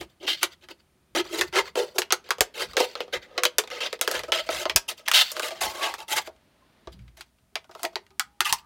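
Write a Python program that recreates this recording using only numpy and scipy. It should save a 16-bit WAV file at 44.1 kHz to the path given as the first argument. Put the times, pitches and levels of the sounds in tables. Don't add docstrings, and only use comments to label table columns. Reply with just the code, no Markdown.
import sys
import numpy as np
from scipy import signal
from scipy.fft import rfft, irfft
from scipy.io import wavfile
from scipy.ndimage import uniform_filter1d

SR = 44100
rng = np.random.default_rng(int(sys.argv[2]) if len(sys.argv) > 2 else 0)


def file_out(sig):
    cols = np.atleast_2d(sig).T
    lim = np.clip(cols, -1, 1)
    pcm = np.round(lim * 32767).astype(np.int16)
    wavfile.write(sys.argv[1], SR, pcm)


def to_linear_factor(level_db):
    exponent = np.asarray(level_db, float) / 20
    return 10 ** exponent


N = 381465
TIME_S = np.arange(N) / SR


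def evened(x):
    return x / np.sqrt(np.mean(x ** 2) + 1e-20)


def read(points, hz):
    f, value = np.transpose(points)
    return np.interp(np.log(hz + 1), np.log(f + 1), value)


def add(mix, s, sound):
    part = mix[round(s * SR):][:len(sound)]
    part += sound[:len(part)]


def ring(x, hz, width_hz):
    turn = np.exp(2j * np.pi * np.cumsum(hz * np.ones(len(x))) / SR)
    envelope = signal.lfilter([1], [1, -np.exp(-np.pi * width_hz / SR)], x / turn)
    return (turn * envelope).real


def butter(x, order, hz, kind):
    return signal.sosfilt(signal.butter(order, hz, kind, fs=SR, output="sos"), x)


# frequency in Hz, density in dB per Hz.
ROOM_TONE = [(18, -35), (30, -11.5), (109, -9), (163, -6.5), (223, -7), (467, -20.5), (506, -18.5),
             (7670, -29.5), (9480, -30), (15600, -33), (16500, -49)]
# time in seconds, lift in dB.
RUSTLE_SWELL = [(0, 5.5), (1.004, 2), (2.997, 14), (6.3, 8.5), (6.6, 9.5), (6.85, 12.5), (7.3, -1.5),
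                (8.65, 3)]


def hush():
    tone_db, whine_db = -72.5, -83
    whine_hz, whine_fall_hz, sweeps_per_s = 9450, 280, 21.5
    hz = np.fft.rfftfreq(N, 1 / SR)
    shaped = irfft(rfft(rng.standard_normal(N)) * to_linear_factor(read(ROOM_TONE, hz)), N)
    tone = to_linear_factor(tone_db) * evened(shaped)
    rustle_band = signal.butter(3, [250, 4800], "band", fs=SR, output="sos")
    rustle = signal.sosfiltfilt(rustle_band, tone)
    s, swell_db = np.transpose(RUSTLE_SWELL)
    swell = to_linear_factor(np.interp(TIME_S, s, swell_db)) - to_linear_factor(-2.0)
    sweep_hz = whine_hz - whine_fall_hz * (TIME_S * sweeps_per_s % 1)
    whine = to_linear_factor(whine_db) * np.sin(2 * np.pi * np.cumsum(sweep_hz) / SR)
    return to_linear_factor(3) * tone + rustle * swell + whine


# frequency in Hz, width in Hz, level in dB.
STAND = [(65, 57, 2), (120, 76, -4), (183, 18, -8)]
# time in seconds, level in dB, decay in seconds.
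JOLTS = [(0, -48.5, 0.14), (.24, -64.5, 1), (1.16, -54.5, 0.58), (1.399, -53.5, 1), (2.41, -53, 0.13),
         (2.67, -50, 0.28), (3.181, -48, 0.057), (4.169, -53, 0.94), (4.55, -50.5, 0.2), (4.77, -43, 0.046),
         (5.66, -47, 0.13), (6.15, -59, 0.38), (6.93, -50.5, .4), (7.1, -59, 0.14), (8.531, -49.5, 0.08)]
# time in seconds, level in dB.
PUFFS = [(0.011, -64), (2.407, -31.5), (4.757, -26.5), (6.872, -42), (6.99, -49.5), (8.404, -45),
         (8.521, -37)]


def thumps():
    rise_db_per_s, fall_db, still_db = 303, 34.5, -70
    t = np.arange(0, N + 64, 64)[:, None] / SR
    s, db, decay_s = np.transpose(JOLTS)
    lost_db = np.maximum(rise_db_per_s * (s - t), fall_db * (t - s) / decay_s)
    level = np.sqrt(to_linear_factor(still_db) ** 2 + (to_linear_factor(db - lost_db) ** 2).sum(axis=1))
    shake = rng.standard_normal(N)
    low = np.zeros(N)
    for hz, width_hz, gain_db in STAND:
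        twice_rung = ring(ring(shake, hz, width_hz), hz, width_hz)
        low += to_linear_factor(gain_db) * evened(twice_rung)
    out = evened(low) * np.interp(TIME_S, t[:, 0], level)
    u = np.arange(2500) / SR / .0022
    puff = u * (1 - u / 2) * np.exp(-u)
    for s, db in PUFFS:
        add(out, s, to_linear_factor(db + 15.5) * puff)
    return butter(out, 4, 40, "high")


# frequency in Hz, mode level in dB.
WALL = [(240, -14.5), (400, 0.5), (1000, -7), (2470, -7.5), (2760, -8.5), (4750, -9.5), (6590, -11),
        (15000, -22), (16500, -35)]
# frequency in Hz, t60 in seconds.
WALL_RING = [(800, .17), (2000, .13), (5000, .12), (14000, .11)]


def wall_rings(count, strong_hz, snap_db, lift_db, lift_width_hz):
    low_hz, treble_hz, scatter_db = 900, 4800, 2.0
    hz = np.linspace(350, 16500, 600)
    hz = hz + rng.uniform(-13, 13, len(hz))
    t = np.arange(4000)[:, None] / SR
    modes = np.cos(2 * np.pi * hz * t) * to_linear_factor(-60 * t / read(WALL_RING, hz))
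    offset = (hz - np.reshape(strong_hz, (-1, 1))) / lift_width_hz
    lift = np.reshape(lift_db, (-1, 1)) * np.exp(-offset ** 2)
    chance = rng.standard_normal((count, 2, len(hz)))
    humps = evened(uniform_filter1d(chance[:, 0], size=15))
    size = to_linear_factor(read(WALL, hz) + lift + scatter_db * humps)
    snap = to_linear_factor(np.reshape(snap_db, (-1, 1))) * np.exp(-t.T / 0.00029)
    whole = (size * chance[:, 1]) @ modes.T + snap * (size @ modes.T)
    low = butter(whole, 3, low_hz, "low")
    body = butter(whole, 3, [low_hz, treble_hz], "band")
    treble = butter(whole, 3, treble_hz, "high")
    return [low, body, treble]


def slips(level_db, drift, sizes):
    spread_db = 3.3
    per_s = np.interp(level_db.max(), [-30, -19], [2600, 720])
    wobble = np.interp(level_db.max(), [-30, -19], [.9, .25])
    phase = np.cumsum(per_s * abs(1 + wobble * drift)) / SR
    at = np.diff(np.floor(phase), prepend=0)
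    size_db = spread_db * np.minimum(sizes, 2 + per_s / 2000)
    return evened(at * to_linear_factor(size_db))


# start in dB re top, place of the top from 0 to 1, end in dB re top.
BITE = (-15.5, 0.24, -13.5)
CREEP = (-19, 0.75, -2.4)
SWELL = (-18, 0.69, -19.5)
HOLD = (-7, 0.057, -2.8)
# start in seconds, length in seconds, top in dB, air inside in dB re top, treble in dB re top.
BITES = [(0, 0.043, -44, 5.5, -8), (1.425, 0.031, -38, 1.5, -11), (.266, .082, -24.5, -13, -12),
         (1.753, 0.092, -28.5, 7.5, -12), (3.125, 0.044, -26, 1, -17.5), (4.015, 0.063, -38, -4.5, -10),
         (4.135, 0.072, -30, -6, -11.5), (4.88, 0.038, -28.5, -11, -4.5),
         (5.805, 0.098, -25.5, -3.5, -13.5), (8.445, 0.043, -24, -6, -8), (8.49, 0.027, -28.5, -3.5, -6),
         (4.98, 0.065, -55.5, 2, -13), (7.836, 0.02, -32.5, 19, -14.5)]
CREEPS = [(.2, 0.054, -43, 4.5, -19), (.41, 0.034, -27.5, -7.5, -13.5), (1.29, 0.065, -34, 3.5, -9.5),
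          (1.355, 0.043, -28, -1.5, -10), (1.94, 0.028, -45, 12.5, -6), (2.735, 0.032, -51.5, 13, -36),
          (3.26, 0.22, -51, 11.5, -35.5), (4.455, 0.02, -45, 0, -8), (5.055, 0.011, -38, -8.5, -17.5),
          (5.32, 0.065, -38.5, 0, -10.5), (7.69, 0.16, -53.5, 9, -9)]
SWELLS = [(.61, 0.046, -49.5, -3.5, -16), (.685, 0.041, -42, 0, -15), (2.54, 0.12, -27.5, -3, -13),
          (1.526, 0.09, -20.5, 2.5, -15.5), (6.08, 0.071, -25.5, -4, -4.5), (6.145, 0.055, -23.5, -6, -8.5)]
HOLDS = [(1.15, 0.053, -26, 0.5, -14), (2.24, 0.05, -52, -6.5, -22), (2.775, 0.073, -28, 2.5, -12.5),
         (2.96, 0.079, -48, 4.5, -21), (3.705, 0.087, -38.5, -2.5, -19), (3.803, 0.067, -29.5, -7.5, -20),
         (4.085, 0.069, -40, 5, -11), (4.28, 0.019, -50, 16, -21), (4.33, 0.074, -28, -6, -16),
         (4.5, 0.13, -32, -7.5, -10.5), (5.135, 0.085, -16.5, -24, -9), (5.42, 0.066, -30.5, -8, -9.5),
         (5.505, 0.023, -40, 3.5, -14), (5.55, 0.049, -46.5, -3, -17), (5.606, 0.052, -28, -0.5, -4.5),
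         (5.665, 0.052, -36, -2.5, -9.5), (5.735, 0.18, -41, 1, -8.5), (5.98, 0.048, -43.5, 1, -10.5),
         (6.92, 0.019, -55.5, -18, -7.5), (7.168, 0.03, -50.5, 0, -11.5)]


def tearing():
    let_go_s, let_go_db = 0.02, -23.5
    lump_db, air_lag_share = 1.0, 0.046
    sheet_db, sheet_t60_s, grip_t60_s = -6, .2, 0.021
    wall, air, step = np.zeros(N), np.zeros(N), 330
    rings = wall_rings(count=80, strong_hz=4000, snap_db=np.repeat([-16, -8], 40),
                       lift_db=np.repeat([0, 17], 40), lift_width_hz=1500)
    grip = to_linear_factor(-60 * np.arange(step * 3) / SR / grip_t60_s)
    gripped = [r[:, :step * 3] * grip for r in rings]
    spots = [g / np.linalg.norm(g, axis=1, keepdims=True) for g in gripped]
    drift = evened(uniform_filter1d(rng.standard_normal(N), size=30))
    sizes = rng.exponential(1, N)
    lumps = evened(uniform_filter1d(rng.standard_normal(N), size=350))
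    places = np.repeat(rng.integers(0, 40, N // step + 1), step)
    for strokes, (start_db, top, end_db) in ((CREEPS, CREEP), (HOLDS, HOLD), (BITES, BITE), (SWELLS, SWELL)):
        for s, length, top_db, air_db, treble_db in strokes:
            end = s + length
            span = slice(round(s * SR), round((end + let_go_s) * SR))
            t = TIME_S[span]
            ease_db = np.interp(t, [s, s + top * length, end, end + let_go_s],
                                [start_db, 0, end_db, end_db + let_go_db])
            level_db = top_db + ease_db
            uneven_db = lump_db * (top_db < -20) * lumps[span]
            push = slips(level_db, drift[span], sizes[span]) * to_linear_factor(level_db + uneven_db)
            low_db = air_db - air_lag_share * ease_db
            spot = places[span] + 40 * (air_db < -11)
            add(air, t[0], to_linear_factor(-16) * to_linear_factor(low_db) * push)
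            for shapes, db in zip(spots, (low_db - 6.5, 0, treble_db)):
                force = push * to_linear_factor(db)
                for k in range(0, len(t), step):
                    add(wall, t[k], signal.fftconvolve(force[k:k + step], shapes[spot[k]]))
    sheet = rings[1][0] + rings[2][0]
    sheet = sheet * to_linear_factor(-60 * np.arange(len(sheet)) / SR / sheet_t60_s)
    modes = rfft(sheet)
    sheet = irfft(modes / np.sqrt(uniform_filter1d(abs(modes) ** 2, size=30) + 1))
    leak = signal.oaconvolve(wall, sheet / np.linalg.norm(sheet))[:N]
    return wall + to_linear_factor(sheet_db) * leak, air


# time in seconds, ring in Hz, level in dB re the tear.
STRIP = [(.3, 3025, 4), (1.18, 2820, -15.5), (1.6, 2630, -21.5), (2.6, 2230, -16), (3.14, 1690, 1.5),
         (3.329, 1800, 7.5), (3.75, 1730, 1.5), (3.811, 2900, 4.5), (3.88, 3280, 0), (4.15, 1460, 8),
         (4.37, 3470, -4), (4.549, 1940, -7.5), (5.18, 3260, -4), (5.64, 1490, -13), (5.85, 1390, -18.5),
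         (6.12, 2700, -27), (6.19, 1865, -24), (8.47, 2620, -0.5)]


def strip(torn):
    width_hz = 420
    s, hz, db = np.transpose(STRIP)
    unit = 2 * (1 - np.exp(-np.pi * width_hz / SR))
    rung = ring(torn, np.interp(TIME_S, s, hz), width_hz)
    return to_linear_factor(np.interp(TIME_S, s, db)) * unit * rung


# time in seconds, slit resonance in Hz, pipe resonance in Hz, pipe in dB re the slit.
AIR = [(0, 324, 1247, -13.5), (1.202, 343, 1276, -13), (1.8, 445, 1370, -16.5), (2.804, 460, 1238, -15),
       (3.8, 492, 1270, -8.5), (4.5, 620, 1308, -6.5), (5.449, 573, 1216, -1.5), (5.66, 820, 1075, -8),
       (5.79, 690, 1114, 0), (5.9, 810, 1127, -1.5), (6.15, 804, 1160, -11), (6.299, 646, 1236, -27),
       (7.501, 660, 1275, -13), (7.899, 717, 1290, -24), (8.279, 826, 1255, -21), (8.42, 810, 1264, 1.5),
       (8.54, 900, 1050, 2), (8.65, 815, 1200, 16)]
# frequency in Hz, width in Hz, level in dB.
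SHELL = [(338, 36, 1), (388.3, 46, 0.5), (493.2, 29, -1.5), (620, 40, 0.5), (665, 31, -1), (755, 73, -0.5),
         (810, 71, 0.5), (865.4, 31, -0.5), (933, 17, -3)]


def can_air(kicks):
    stir_db, wake_octaves, asleep_db, pipe_width_hz = -93.5, 0.24, -17.5, 36
    s, *columns = np.transpose(AIR)
    slit_hz, pipe_hz, pipe_db = (np.interp(TIME_S, s, c) for c in columns)
    drive = kicks + to_linear_factor(stir_db) * rng.standard_normal(N)
    shell = np.zeros(N)
    for k, (hz, width_hz, db) in enumerate(SHELL):
        octaves_off = np.log2(hz / slit_hz)
        awake = to_linear_factor(asleep_db) + np.exp(-(octaves_off / wake_octaves) ** 2)
        shell += (-1) ** k * to_linear_factor(db - 1.5) * ring(drive * awake, hz, width_hz)
    return shell - ring(drive * to_linear_factor(pipe_db), pipe_hz, pipe_width_hz)


# time in seconds, peak in dB, air inside in dB re peak, treble in dB re peak, strongest ring in Hz.
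CUTTING_POPS = [(.2788, -15, -17, -24, 2940), (.4309, -5.5, -39.5, -1.5, 3100), (1.1503, -21.5, 0, -5, 2050),
                (1.4112, -7, -15.5, -6.5, 1970), (1.9854, -7, -9, 2, 4400), (2.0193, -12, -26, -10, 2800),
                (2.1061, -14, -14, -43, 3150), (2.1236, -5.5, -13.5, 0.5, 1450),
                (2.3067, -6, -20.5, -8, 1320), (2.4079, -0.5, -12.5, -1.5, 2780),
                (2.7686, -7.5, -8.5, -10, 1620), (2.804, -12, 2, -0.5, 5170), (2.9537, -20.5, -9, -16, 1450),
                (3.0056, -15, -3, -15, 2885), (3.3787, -11.5, -9, -17, 1830), (3.4351, -5, -18, -3.5, 1670),
                (3.4531, -3, -18.5, -5.5, 3070), (3.5843, -5, -14.5, 7.5, 3570),
                (3.929, -18, -6, -6, 2110), (4.0129, -8, -17.5, 4, 3750), (4.0769, -6.5, -10.5, -7, 1570),
             (4.114, -20, -7, 5, 4500), (4.1929, -19, -10.5, -8, 2170), (4.3204, -8.5, -13.5, -12, 3280),
             (4.4905, -16.5, 3, -16, 2215), (4.655, -14, -1.5, -21, 1010), (4.6967, -11, -14.5, -14, 2550),
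             (4.7612, -4.5, -16, 6.5, 4600), (5.0789, -13.5, -38, -20, 1730), (5.0835, -8, -25, -2, 1730),
             (5.1153, -7, -36, -4.5, 2650), (5.3172, -28.5, -8.5, 10, 1400), (5.3961, -15, -10.5, -4, 1380),
             (5.6134, -19, -12, -14, 1530), (5.94, -20, -10, -5.5, 1081), (6.1656, -16.5, -11, 4.5, 4900),
             (6.8732, -33, 8, -33, 1340)]
PARTING_POPS = [(7.5558, -13.5, -4, -12.5, 2330), (7.8322, -20.5, 3.5, 7.5, 4750),
                (7.833, -34, -20, 8, 13500), (7.8509, -13, -10, -6.5, 1890), (7.957, -9, -9.5, -18, 1970),
                (8.1965, -9.5, -31, 1, 1350), (8.4061, -3.5, -19, -4.5, 1390), (8.526, -5, -10.5, -1, 1050)]
# time in seconds, peak in dB,
# air inside in dB re peak, strongest ring in Hz.
TICKS = [(0.0115, -27.5, -5.5, 2340), (0.6869, -33, -9, 1697), (1.256, -52.5, 17, 1170),
         (1.7564, -18.5, 3, 1800), (2.2902, -30, -3, 1730), (2.3842, -27.5, -3.5, 1260),
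         (2.7337, -31.5, -14, 1280), (2.9146, -37, -8, 3000), (3.08, -45, 8.5, 3240),
         (3.6378, -32, 2, 4030), (3.675, -30.5, -10, 3400), (3.7027, -28.5, -14, 1710),
         (4.2353, -24, -6, 1710), (4.9122, -25.5, -11, 3900), (6.0036, -25, -11, 1160),
         (6.2738, -28.5, 0.5, 1490), (6.291, -41.5, 5.5, 1300), (6.363, -53, -21, 8000),
         (7.386, -57.5, -16, 2930), (6.9918, -49, -17.5, 2180), (7.0796, -48, -9.5, 1310),
         (7.209, -25, -36, 3070), (7.644, -42.5, 0.5, 1440), (7.6939, -53.5, 24.5, 1240),
         (7.7123, -39.5, -11, 1260), (7.7508, -31, 6.5, 1280), (7.7943, -37, 6, 1300),
         (8.066, -43.5, -27.5, 1260), (8.106, -48, -3, 1236),
         (1.3567, -25, -16, 3570), (1.3922, -24, -19, 3520), (1.5573, -14.5, -4, 2220),
         (3.992, -38, -3, 3000), (2.6209, -27, -19, 2370), (3.1352, -59, -1.5, 1760),
         (3.8057, -40, -8, 2980), (4.036, -32.5, -3, 2000), (4.1519, -22, -10, 1360),
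         (4.531, -22.5, -9, 2055), (4.8877, -27.5, -24, 5900), (5.1367, -14, -15, 3290),
         (5.3671, -18, -11, 1220), (5.4315, -24, -2.5, 2830), (5.507, -24, -11, 2500),
         (5.635, -19.5, -10.5, 3530), (5.8331, -49, -8, 1460), (6.1154, -21, -20, 2700),
         (1.9826, -11.5, -9, 4200)]


def pops():
    tick_treble_db = -9
    wall, air = np.zeros(N), np.zeros(N)
    rows = CUTTING_POPS + PARTING_POPS
    rows = rows + [(s, db, air_db, tick_treble_db, hz) for s, db, air_db, hz in TICKS]
    rings = wall_rings(count=len(rows), strong_hz=[p[4] for p in rows], snap_db=-14, lift_db=7, lift_width_hz=320)
    t = np.arange(rings[0].shape[1]) / SR
    damped = to_linear_factor(-60 * t / 0.19) + to_linear_factor(-23 - 60 * t / 0.12)
    cracks = rng.standard_normal((len(rows), 130)) ** 3 * np.exp(-t[:130] / .001)
    for (s, db, air_db, treble_db, _), low, body, treble, crack in zip(rows, *rings, cracks):
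        crack = crack / np.linalg.norm(crack)
        for shape, rel_db, flip_db in ((low, air_db - 2.0, 6), (body, 0, 9), (treble, treble_db, 4)):
            flip = np.convolve((shape * np.exp(-t / .0006))[:300], crack)
            sound = shape * damped
            add(sound, 0, to_linear_factor(flip_db) * flip)
            add(wall, s - .0003, to_linear_factor(db + rel_db + 0.5) * sound / abs(sound).max())
        add(air, s, to_linear_factor(db + air_db - 3.5) * np.ones(1))
    return wall, air


# frequency in Hz, t60 in seconds.
ROOM = [(200, .3), (1000, .24), (5000, .17), (14000, .12)]


def room(x):
    taps = np.zeros(SR // 2)
    at = np.arange(200, len(taps) - 20, 20)
    taps[at + rng.integers(0, 20, len(at))] = rng.choice([-1., 1.], len(at))
    hz, t, z = signal.stft(taps, SR, nperseg=256)
    decay = to_linear_factor(-60 * t / read(ROOM, hz)[:, None])
    tail = signal.istft(z * decay, SR, nperseg=256)[1]
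    return signal.fftconvolve(x, tail / np.linalg.norm(tail))[:N]


# time in seconds, level in dB, ring in Hz, t60 in seconds.
LAID = [
    (6.872, -43, 347, 0.16),
    (6.875, -47, 540, .07),
    (6.88, -44, 61.7, 0.56),
    (6.99, -47.5, 197, 0.21),
    (7.0, -39, 119.5, 0.24),
    (7.009, -42.5, 58, 0.6),
    (7.195, -51, 356, 0.12),
]
FREED = [(6.62, -55, 1050, .12), (7.525, -59, 400, .08), (7.695, -50, 680, .2), (8.105, -57, 385, .3),
         (8.105, -58, 1235, .15), (8.2, -40, 1235, .17), (8.265, -63, 818, .9), (8.58, -57, 1180, .6)]


def soft_rings():
    rise_s = 0.0033
    out, t = np.zeros(N), np.arange(SR // 2) / SR
    fade = (1 - np.exp(-t / rise_s)) * np.minimum(1, (t[-1] - t) * 10)
    for s, db, hz, t60_s in LAID + FREED:
        add(out, s, fade * to_linear_factor(db - 60 * t / t60_s) * np.sin(2 * np.pi * hz * t))
    return out


def scene():
    torn, shaken = tearing()
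    popped, kicked = pops()
    can = torn + strip(torn) + popped + can_air(shaken + kicked)
    can = butter(can, 6, 280, "high")
    thin = butter(can, 4, 560, "high")
    gaping = np.interp(TIME_S, [6.2, 7.4], [0, .68])
    can += gaping * (thin - can)
    mix = can + to_linear_factor(-21.0) * room(can) + thumps() + soft_rings() + hush()
    return mix[None]


def roll_off(x):
    return signal.sosfilt(signal.butter(12, 17000, fs=SR, output="sos"), x)


def record(dry):
    ceiling, edge_hz = .93, 16300
    edge = signal.firwin(255, edge_hz, window=("kaiser", 7), fs=SR)
    mix = signal.oaconvolve(np.clip(dry, -ceiling, ceiling), edge[None], "same")
    return roll_off(mix)


dry = scene()
out = record(dry)
file_out(out)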